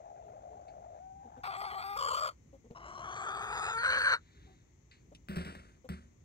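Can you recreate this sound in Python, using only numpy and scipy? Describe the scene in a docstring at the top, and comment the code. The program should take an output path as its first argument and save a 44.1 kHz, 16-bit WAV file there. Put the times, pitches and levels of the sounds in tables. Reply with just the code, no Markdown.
"""Hen walking through an outdoor run

A hen walks in from the left: a closed-beak moan, then two long hoarse calls that flip between clear and
ragged pulse trains in moving throat resonances, with soft clucks of a few partials between. Small ticks are
noise puffs over thuds; a hollow body off to the left booms, snaps and rattles when knocked. Far rumble and
hiss are shaped noise. Two spaced microphone ports hear hen, ticks and knocks earlier on the left."""
import sys
import numpy as np
from scipy import signal
from scipy.fft import rfft, irfft, next_fast_len
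from scipy.io import wavfile
from scipy.ndimage import uniform_filter1d, map_coordinates

SR = 44100
rng = np.random.default_rng(int(sys.argv[2]) if len(sys.argv) > 2 else 0)


def wrap_up_sound(samples):
    """Save the sound to the file named by the first command line argument, as 16-bit audio."""
    columns = np.atleast_2d(samples).T
    # keep every value between -1 and 1, then stretch to whole-number steps
    tamed = np.clip(columns, -1, 1)
    steps = np.round(tamed * 32767).astype(np.int16)
    wavfile.write(sys.argv[1], SR, steps)


N = 275184
T = np.arange(N) / SR  # s


def amp(db):
    """dB to gain."""
    return 10 ** (np.asarray(db) / 20)


def unit(x):
    """Scaled to rms 1."""
    return x / np.sqrt(np.mean(x ** 2) + 1e-20)


def along(points, hz):
    """Values of (Hz, value) points, read on a log frequency axis."""
    f, v = np.transpose(points)
    return np.interp(np.log(hz + 1), np.log(f + 1), v)


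def wobble(rate):
    """A smooth random curve with rate knots a second."""
    return map_coordinates(rng.standard_normal(int(N * rate / SR) + 4), [T * rate])


def filtered(x, response):
    """x filtered by a response that is a function of frequency in Hz."""
    m = next_fast_len(N + SR // 2)
    return irfft(rfft(x, m) * response(np.fft.rfftfreq(m, 1 / SR)), m)[..., :N]


def from_left(x, lag_ms):
    """The right port hears it later (lag steady or moving) and shaded; the upper treble sits nearer the middle."""
    # left minus right, from the shading by the recorder's body: (f/Hz, level/dB)
    shade = [(200, 0), (380, 1.5), (700, 6.5), (1150, 6), (1600, .5), (2200, .5), (3000, 2.5), (4500, 1),
             (6500, 4), (8500, 0)]
    side = np.array([1, -1])[:, None, None] / 2
    f, t, z = signal.stft(x, SR, nperseg=512)
    f = f[:, None]
    lag_s = np.interp(t, T, lag_ms + 0 * T) / 1000
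    centred = .62 / (1 + (5600 / (f + 1)) ** 6)
    delay = np.exp(2j * np.pi * f * side * lag_s)
    ports = amp(side * along(shade, f)) * (centred + (1 - centred) * delay)
    return signal.istft(z * ports, SR, nperseg=512)[1][:, :N]


def yard():
    """Far rumble, shared by both ports in the lows and separate higher up, under an uneven stereo hiss."""
    # rumble level: (t/s, level/dB)
    rumble_level = [(0, -68.5), (3.8, -61.5), (4.8, -65.5), (6.24, -65)]
    # relative rumble and hiss spectra: (f/Hz, level/dB per Hz)
    rumble_colour = [(20, -37), (32, -26), (50, 2), (120, -2.5), (230, -11.5), (400, -15), (700, -33.5),
                     (1000, -49.5)]
    hiss_colour = [(1000, 0.5), (1600, -5.5), (2050, 3), (2800, -6.5), (5000, -10.5), (6400, 5.5),
                   (7300, 0), (8800, -27.5), (14000, -38)]
    # hiss, left minus right: (f/Hz, level/dB)
    hiss_left = [(700, 2), (4400, 6.5), (8000, 28), (11000, -16)]
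    shared, own = rng.standard_normal(N), rng.standard_normal((2, N))
    own_share = lambda f: np.clip(f / 450, .1, 1)
    colour = lambda f: amp(along(rumble_colour, f))
    common = filtered(shared, lambda f: colour(f) * np.sqrt(1 - own_share(f) ** 2))
    separate = filtered(own, lambda f: colour(f) * own_share(f))
    level_db = np.interp(T, *np.transpose(rumble_level)) + 1.5 * wobble(7)
    rumble = unit(common + separate) * amp(level_db)
    side = np.array([[0], [-1]])
    hiss = filtered(rng.standard_normal((2, N)),
                    lambda f: amp(along(hiss_colour, f) + side * along(hiss_left, f)))
    return rumble + amp(-78.5) * unit(hiss)


def pulses(hz, size):
    """One band-limited pulse each time the phase passes a whole cycle, as from a beating syrinx."""
    phase = np.cumsum(hz) / SR
    at = np.interp(np.arange(1, int(phase[-1])), phase, np.arange(N))
    taps = at.astype(int)[:, None] + np.arange(-7, 9)
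    offset = taps - at[:, None]
    shape = np.sinc(offset) * np.cos(offset * np.pi / 16) ** 2
    weights = shape * size[at.astype(int), None]
    return np.bincount(np.clip(taps, 0, N - 1).ravel(), weights.ravel(), N)


def tube(modes, f, width_hz):
    """Steep resonances, wider in the treble; low ones merge, alternate signs leave valleys between high ones."""
    merge_below_hz = 1950
    peak = lambda c, w: (1j * f * w / (c * c - f * f + 1j * f * w)) ** 2
    peaks = [(c, amp(db) * peak(c, width_hz + .06 * c)) for c, db in modes]
    low = sum(abs(h) for c, h in peaks if c <= merge_below_hz)
    high = [h for c, h in peaks if c > merge_below_hz]
    return low + sum((-1) ** k * h for k, h in enumerate(high))


def call(rows, throats, opens_s, brighten_db, steadiness, flutter_hz, catch_db, width_hz, jitter,
         clump_db, clumps, tilt_hz, tone_db, lag_ms):
    """A steady soft pulse train and a chaotic sharp one trade places in a throat moved by beak and neck.

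    Pairs run from beak closed to beak open."""
    # moments when the syrinx settles into a clear tone: (from/s, to/s)
    clear_moments = [(1.0, 1.23), (1.478, 1.505), (1.572, 1.608), (1.624, 1.638), (1.666, 1.704),
                     (1.72, 1.734), (1.756, 1.782), (1.84, 1.97), (3.74, 3.82)]
    clear_share = .93
    attack_s, release_db_per_s, sag_hz_per_s = .004, 748, 400
    opening_s, open_db = .019, 5  # the beak opens late in a long call and the sound gains
    saturation = .4  # exponent; the airflow caps the swing, so bursts even out

    # fast start; past the last row the call dies away and its pitch sags
    s, db, hz, neck = np.transpose(rows)
    after = np.clip(T - s[-1], 0, .08)
    pitch = np.interp(T, s, hz) - sag_hz_per_s * after
    opening = np.clip((T - opens_s) / opening_s, 0, 1)
    level = amp(np.interp(T, s, db) + open_db * opening - release_db_per_s * after)
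    level = level * np.clip((T - s[0]) / attack_s, 0, 1)

    # three excitations
    steady = pulses(pitch * (1 + .011 * wobble(45)), amp(1.5 * wobble(60)))
    ragged_size = amp(clump_db * wobble(clumps) + 2.5 * wobble(900))
    ragged = pulses(pitch * np.exp(jitter * wobble(220)), ragged_size)
    breath = unit(rng.standard_normal(N) * amp(clump_db * wobble(clumps)))
    span = slice(int(s[0] * SR), int((s[-1] + .08) * SR))
    sources = np.array([unit(steady), unit(ragged), breath])[:, span]
    f, t, (tone, rasp, air) = signal.stft(sources, SR, nperseg=512, noverlap=448)
    f, t = f[:, None], t + s[0]
    airy = .03 + .5 * f / (f + 3000)
    rasp = np.sqrt(1 - airy) * rasp + np.sqrt(airy) * air  # turbulence gains on the pulses in the treble

    # the neck trembles, so the low resonances waver; the treble follows mostly the slow posture
    beak, stretch = np.interp(t, T, opening), np.interp(t, s, neck)
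    treble_db = brighten_db * (stretch - 1) * 100
    posture = uniform_filter1d(stretch, size=120, mode="nearest")
    trembling = stretch * (1 + .03 * np.interp(t, T, wobble(35)))
    stretch = posture + (trembling - posture) / (1 + (f / 2500) ** 2)
    narrow, wide = (tube(modes, f / stretch, width_hz) for modes in throats)
    # random patches of the call's treble swell and fade
    patches = uniform_filter1d(rng.standard_normal(tone.shape), size=7, axis=0)
    patches = unit(uniform_filter1d(patches, size=45))
    treble_gain = amp((treble_db + 5 * patches) * f / (f + 2500))
    throat = ((1 - beak) * narrow + beak * wide) * treble_gain
    soft = throat * ((1 + 1j * f / 2000) / (1 + 1j * f / tilt_hz)) ** 2

    # clear tone against rasp
    settled_now = clear_share * sum((t > a) & (t < b) for a, b in clear_moments)
    least_clear = np.interp(beak, [0, 1], steadiness) * amp(5 * np.interp(t, T, wobble(30)))
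    clear = np.clip(settled_now, least_clear, 1)
    settled = clear / (1 + (f / 6000) ** 4)  # the treble stays breathy even in clear moments
    power = lambda h: np.sqrt(np.mean(abs(h) ** 2, axis=0))
    clear_part = amp(tone_db) * np.sqrt(clear) * tone * soft / power(soft)
    ragged_part = np.sqrt(1 - settled) * rasp * throat / power(throat)
    sound = signal.istft(clear_part + ragged_part, SR, nperseg=512, noverlap=448)[1]
    swing = uniform_filter1d(abs(signal.hilbert(sound)), size=130)
    sound = unit(sound / (swing + .2) ** saturation)
    voice = np.zeros(N)
    voice[span] = sound[:span.stop - span.start]

    # the ragged voice flutters: it catches briefly at an uneven beat, to a depth set by the beak
    beat = np.cos(2 * np.pi * np.cumsum(flutter_hz * np.exp(.25 * wobble(40))) / SR)
    depth_db = np.clip(.7 + .4 * wobble(60), 0, 1.3) * np.interp(opening, [0, 1], catch_db)
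    caught_db = np.clip(beat, 0, 1) ** 2 * depth_db * (1 - np.interp(T, t, clear))
    return from_left(voice * level * amp(-caught_db), lag_ms)


def hen():
    """She comes nearer the middle, so the lag between the ports shrinks from call to call."""
    # the calls: (t/s, level/dB before the beak opens, pitch f/Hz, stretch of the throat resonances/factor)
    moan_rows = [(0, -54.5, 695.7, 0.896), (.95, -54, 707, 0.924), (1.2, -58.5, 789, 1),
                 (1.42, -59, 795, 1.28)]
    first_rows = [(1.433, -41.5, 405.4, 1.08), (1.58, -44.5, 384.4, 0.93), (1.64, -42, 412, 0.98),
                  (1.69, -44.5, 372.2, 1.2), (1.73, -43, 413.8, 0.8), (1.79, -44, 384, 1),
                  (1.96, -44, 399.2, 1.09), (1.975, -44, 589.6, 1.037), (2.12, -42.5, 520, 0.932),
                  (2.24, -43.5, 610.3, 1.087), (2.29, -45.5, 599.3, 0.98)]
    second_rows = [(2.748, -57, 339.7, 0.84), (2.776, -50, 341.4, 0.84), (2.79, -57.5, 341.5, 0.82),
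                   (2.865, -52, 348.3, 0.87), (3.25, -43, 392.1, 0.97), (3.7, -39, 431.8, 1.078),
                   (3.82, -42.5, 473.8, 0.97), (3.84, -39, 546.5, 1), (3.9, -36.5, 521.5, 0.96),
                   (4.02, -39, 514.4, 1.024), (4.08, -34, 554, 0.99), (4.145, -35.5, 487.7, 0.95)]
    # throat resonances in five postures: (f/Hz, level/dB)
    shut = [(450, 5), (700, 18), (1150, -11)]
    low = [(780, 4), (1230, 7), (2030, -3), (2420, -6.5), (3350, -10.5), (4500, -7.5), (8000, -24),
           (9600, -25), (12400, -28), (14500, -33)]
    stretched = [(550, -12), (1200, 5.5), (2250, -20.5), (3200, -12.5), (4700, -9), (6000, -39),
                 (7300, -22.5), (8900, -21), (11900, -27), (14500, -33)]
    parted = [(380, -9), (750, 0), (1280, 10), (1750, -5), (2400, -5.5), (3450, -6.5), (4700, -13),
              (6450, -4), (8100, -19.5), (9700, -31), (13900, -36)]
    wide_open = [(550, -13), (1050, -11.5), (1550, 12), (1850, -14), (2350, -11), (3050, -10.5),
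                 (4300, -2.5), (6400, -8), (8600, -21), (14900, -34.5)]
    # lag between the ports as she walks during the last call: (t/s, lag/ms)
    walk = [(2.9, .245), (3.4, .185), (4.1, .175)]
    # brighten_db is treble per percent of stretch
    moan = call(moan_rows, (shut, shut), opens_s=np.inf, brighten_db=0, steadiness=(.12, .12),
                flutter_hz=60, catch_db=(19, 19), width_hz=160, jitter=.13, clump_db=2.5, clumps=45,
                tilt_hz=900, tone_db=0, lag_ms=.48)
    first = call(first_rows, (low, stretched), opens_s=1.955, brighten_db=0, steadiness=(.05, .04),
                 flutter_hz=70, catch_db=(8, 14), width_hz=190, jitter=.14, clump_db=2, clumps=170,
                 tilt_hz=500, tone_db=-2, lag_ms=.29)
    second = call(second_rows, (parted, wide_open), opens_s=3.765, brighten_db=.5, steadiness=(.11, .05),
                  flutter_hz=95, catch_db=(9, 13), width_hz=190, jitter=.13, clump_db=2, clumps=200,
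                  tilt_hz=1100, tone_db=-2, lag_ms=np.interp(T, *np.transpose(walk)))
    return moan + first + second


def clucks():
    """Short rounded notes, mostly two partials, a little hoarse from random phase drift."""
    # soft clucks: (t/s, length/s, pitch f/Hz, level/dB, second partial over the first/dB)
    notes = [(0.249, 0.094, 209, -74.5, 12.5), (0.497, 0.11, 220, -83.5, 21),
             (1.247, 0.047, 234, -59, -4.5), (1.369, 0.041, 252, -57, -1), (2.528, 0.05, 271.6, -65, 8),
             (2.641, 0.051, 234.5, -63.5, 2.5), (2.701, 0.048, 230, -61.5, 7),
             (4.462, 0.1, 378.7, -70, 0.5), (5.116, 0.027, 273.9, -63.5, 6),
             (5.843, 0.034, 246.7, -61.5, 9)]
    out = np.zeros(N)
    for s, length, hz, db, second_db in notes:
        t = np.arange(int(length * SR)) / SR
        turn = 2 * np.pi * hz * t + np.cumsum(rng.normal(0, .03, len(t)))
        upper = np.sin(2 * turn) + amp(-17) * np.sin(3 * turn) + amp(-24) * np.sin(4 * turn)
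        note = np.sin(turn) + amp(second_db) * upper
        swell = np.sin(np.pi * (t / length) ** .53)
        out[round(s * SR):][:len(t)] += amp(db) * note * swell
    return from_left(out, lag_ms=.29)


def ticks():
    """Small pecks and footfalls: a bright puff over a short thud; soft rustles of much the same colour."""
    # ticks: (t/s, level/dB, t60/s held within .01 to .3, thud over the tick/dB, lowest resonance f/Hz)
    pecks = [(0.681, -69.5, 0.14, 2, 2180), (1.44, -57, 0.23, -4, 2020), (2.71, -64, 0.0059, 25, 2100),
             (4.913, -64, 0.35, -4, 2070), (5.149, -54, 0.058, 5.5, 2930)]
    # faint soft rustles: (middle t/s, half length/s, level/dB)
    rustle_rows = [(4.404, 0.21, -74)]
    out, t, noise = np.zeros(N + SR), np.arange(SR // 4) / SR, rng.standard_normal(N)

    def grit(hz):
        """Noise through three resonances, the lowest one given."""
        modes = [(hz, 0), (2.05 * hz, -6), (3.4 * hz, -15)]
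        return unit(filtered(noise, lambda f: tube(modes, f, width_hz=1100)))

    for s, db, t60, thud_db, hz in pecks:
        i = round(s * SR)
        thud = amp(thud_db - 60 * t / .016) * np.sin(2 * np.pi * 170 * t)
        puff = grit(hz)[i:][:len(t)] * amp(-60 * t / np.clip(t60, .01, .3))
        out[i:][:len(t)] += amp(db) * (puff + thud)
    rustle_level = sum(amp(db) * np.exp(-((T - s) / half) ** 2) for s, half, db in rustle_rows)
    return from_left(out[:N] + grit(1840) * rustle_level, lag_ms=.46)


def knocks():
    """Each blow booms in a hollow body, snaps in the treble and sets loose parts rattling."""
    # blows on the hollow body: (t/s, boom level/dB, rattle t60/s)
    blows = [(5.286, -38.5, 1), (5.359, -36, 0.47), (5.449, -45, 0.55), (5.551, -51, 0.25),
             (5.89, -38, 0.38)]
    # resonances of the body, before a random spread per blow: (f/Hz, level/dB, t60/s)
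    hollow = [(75.2, -5, 0.35), (174, 4, 0.16), (194.7, 0.5, 0.24), (236.6, -16.5, 0.6), (370.3, -13, 0.3)]
    # colour of the rattle: (f/Hz, level/dB)
    rattle_colour = [(300, -0.5), (600, -1.5), (900, -13), (1400, 0.5), (2100, -5), (3000, -11),
                     (4500, -15.5), (11000, -23), (16000, -48)]
    boom_late_s = .00687  # the body takes a moment to swing up
    rattle_db, crack_db = -13, -22  # against the boom
    crack_lasts, crack_hz = .26, 11500  # snap's decay as a share of the rattle's; its low cut
    boom, loose, snap = np.zeros(N + SR), np.zeros(N + SR), np.zeros(N + SR)
    t = np.arange(SR // 2) / SR
    for s, db, t60 in blows:
        i = round(s * SR)
        spread_db = rng.normal(0, 2.4, len(hollow))
        ring = sum(amp(level + d - 60 * t / decay) * np.sin(2 * np.pi * hz * t)
                   for d, (hz, level, decay) in zip(spread_db, hollow))
        boom[round((s + boom_late_s) * SR):][:len(t)] += amp(db) * ring * (1 - np.exp(-t / .0062))
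        rattling = amp(-60 * t / t60) * (1 - np.exp(-t / .0052))
        first_hit = 3.1 * amp(-60 * t / .012)
        loose[i:][:len(t)] += amp(db + rattle_db) * (rattling + first_hit)
        snap[i:][:len(t)] += amp(db + crack_db - 60 * t / (crack_lasts * t60))
    uneven = rng.standard_normal(N) * amp(1.4 * wobble(150))
    shiver = unit(filtered(uneven, lambda f: amp(along(rattle_colour, f))))
    fizz = unit(filtered(rng.standard_normal(N), lambda f: 1 / (1 + (crack_hz / (f + 1)) ** 4)))
    return from_left(boom[:N] + loose[:N] * shiver + snap[:N] * fizz, lag_ms=.467)


def echoes(x):
    """Ground, fence and far walls answer as a noise tail; each frequency dies at its own speed."""
    # echo decay: (f/Hz, t60/s)
    echo_decay = [(200, .12), (8000, .08)]
    hz, t, z = signal.stft(rng.standard_normal((2, SR // 2)), SR, nperseg=256)
    fade = amp(-60 * t / along(echo_decay, hz)[:, None])
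    tail = signal.istft(z * fade, SR, nperseg=256)[1]
    late = np.pad(x, ((0, 0), (300, 0)))  # samples before the first echo
    return signal.fftconvolve(late, tail / np.linalg.norm(tail[0]), axes=1)[:, :N]


def scene():
    """All near sources, their echoes and the yard."""
    near = hen() + clucks() + ticks() + knocks()
    return near + amp(-24) * echoes(near) + yard()


def record(dry):
    """Overall colour: a narrow dip near 11.6 kHz, nothing above 15.75 kHz."""
    # overall colour: (f/Hz, level/dB)
    overall_colour = [(10000, 4.5), (11600, -15.5), (13000, 4)]
    top_hz = 15750
    return filtered(dry, lambda hz: amp(along(overall_colour, hz)) * (hz < top_hz))


dry = scene()
out = record(dry)
wrap_up_sound(out)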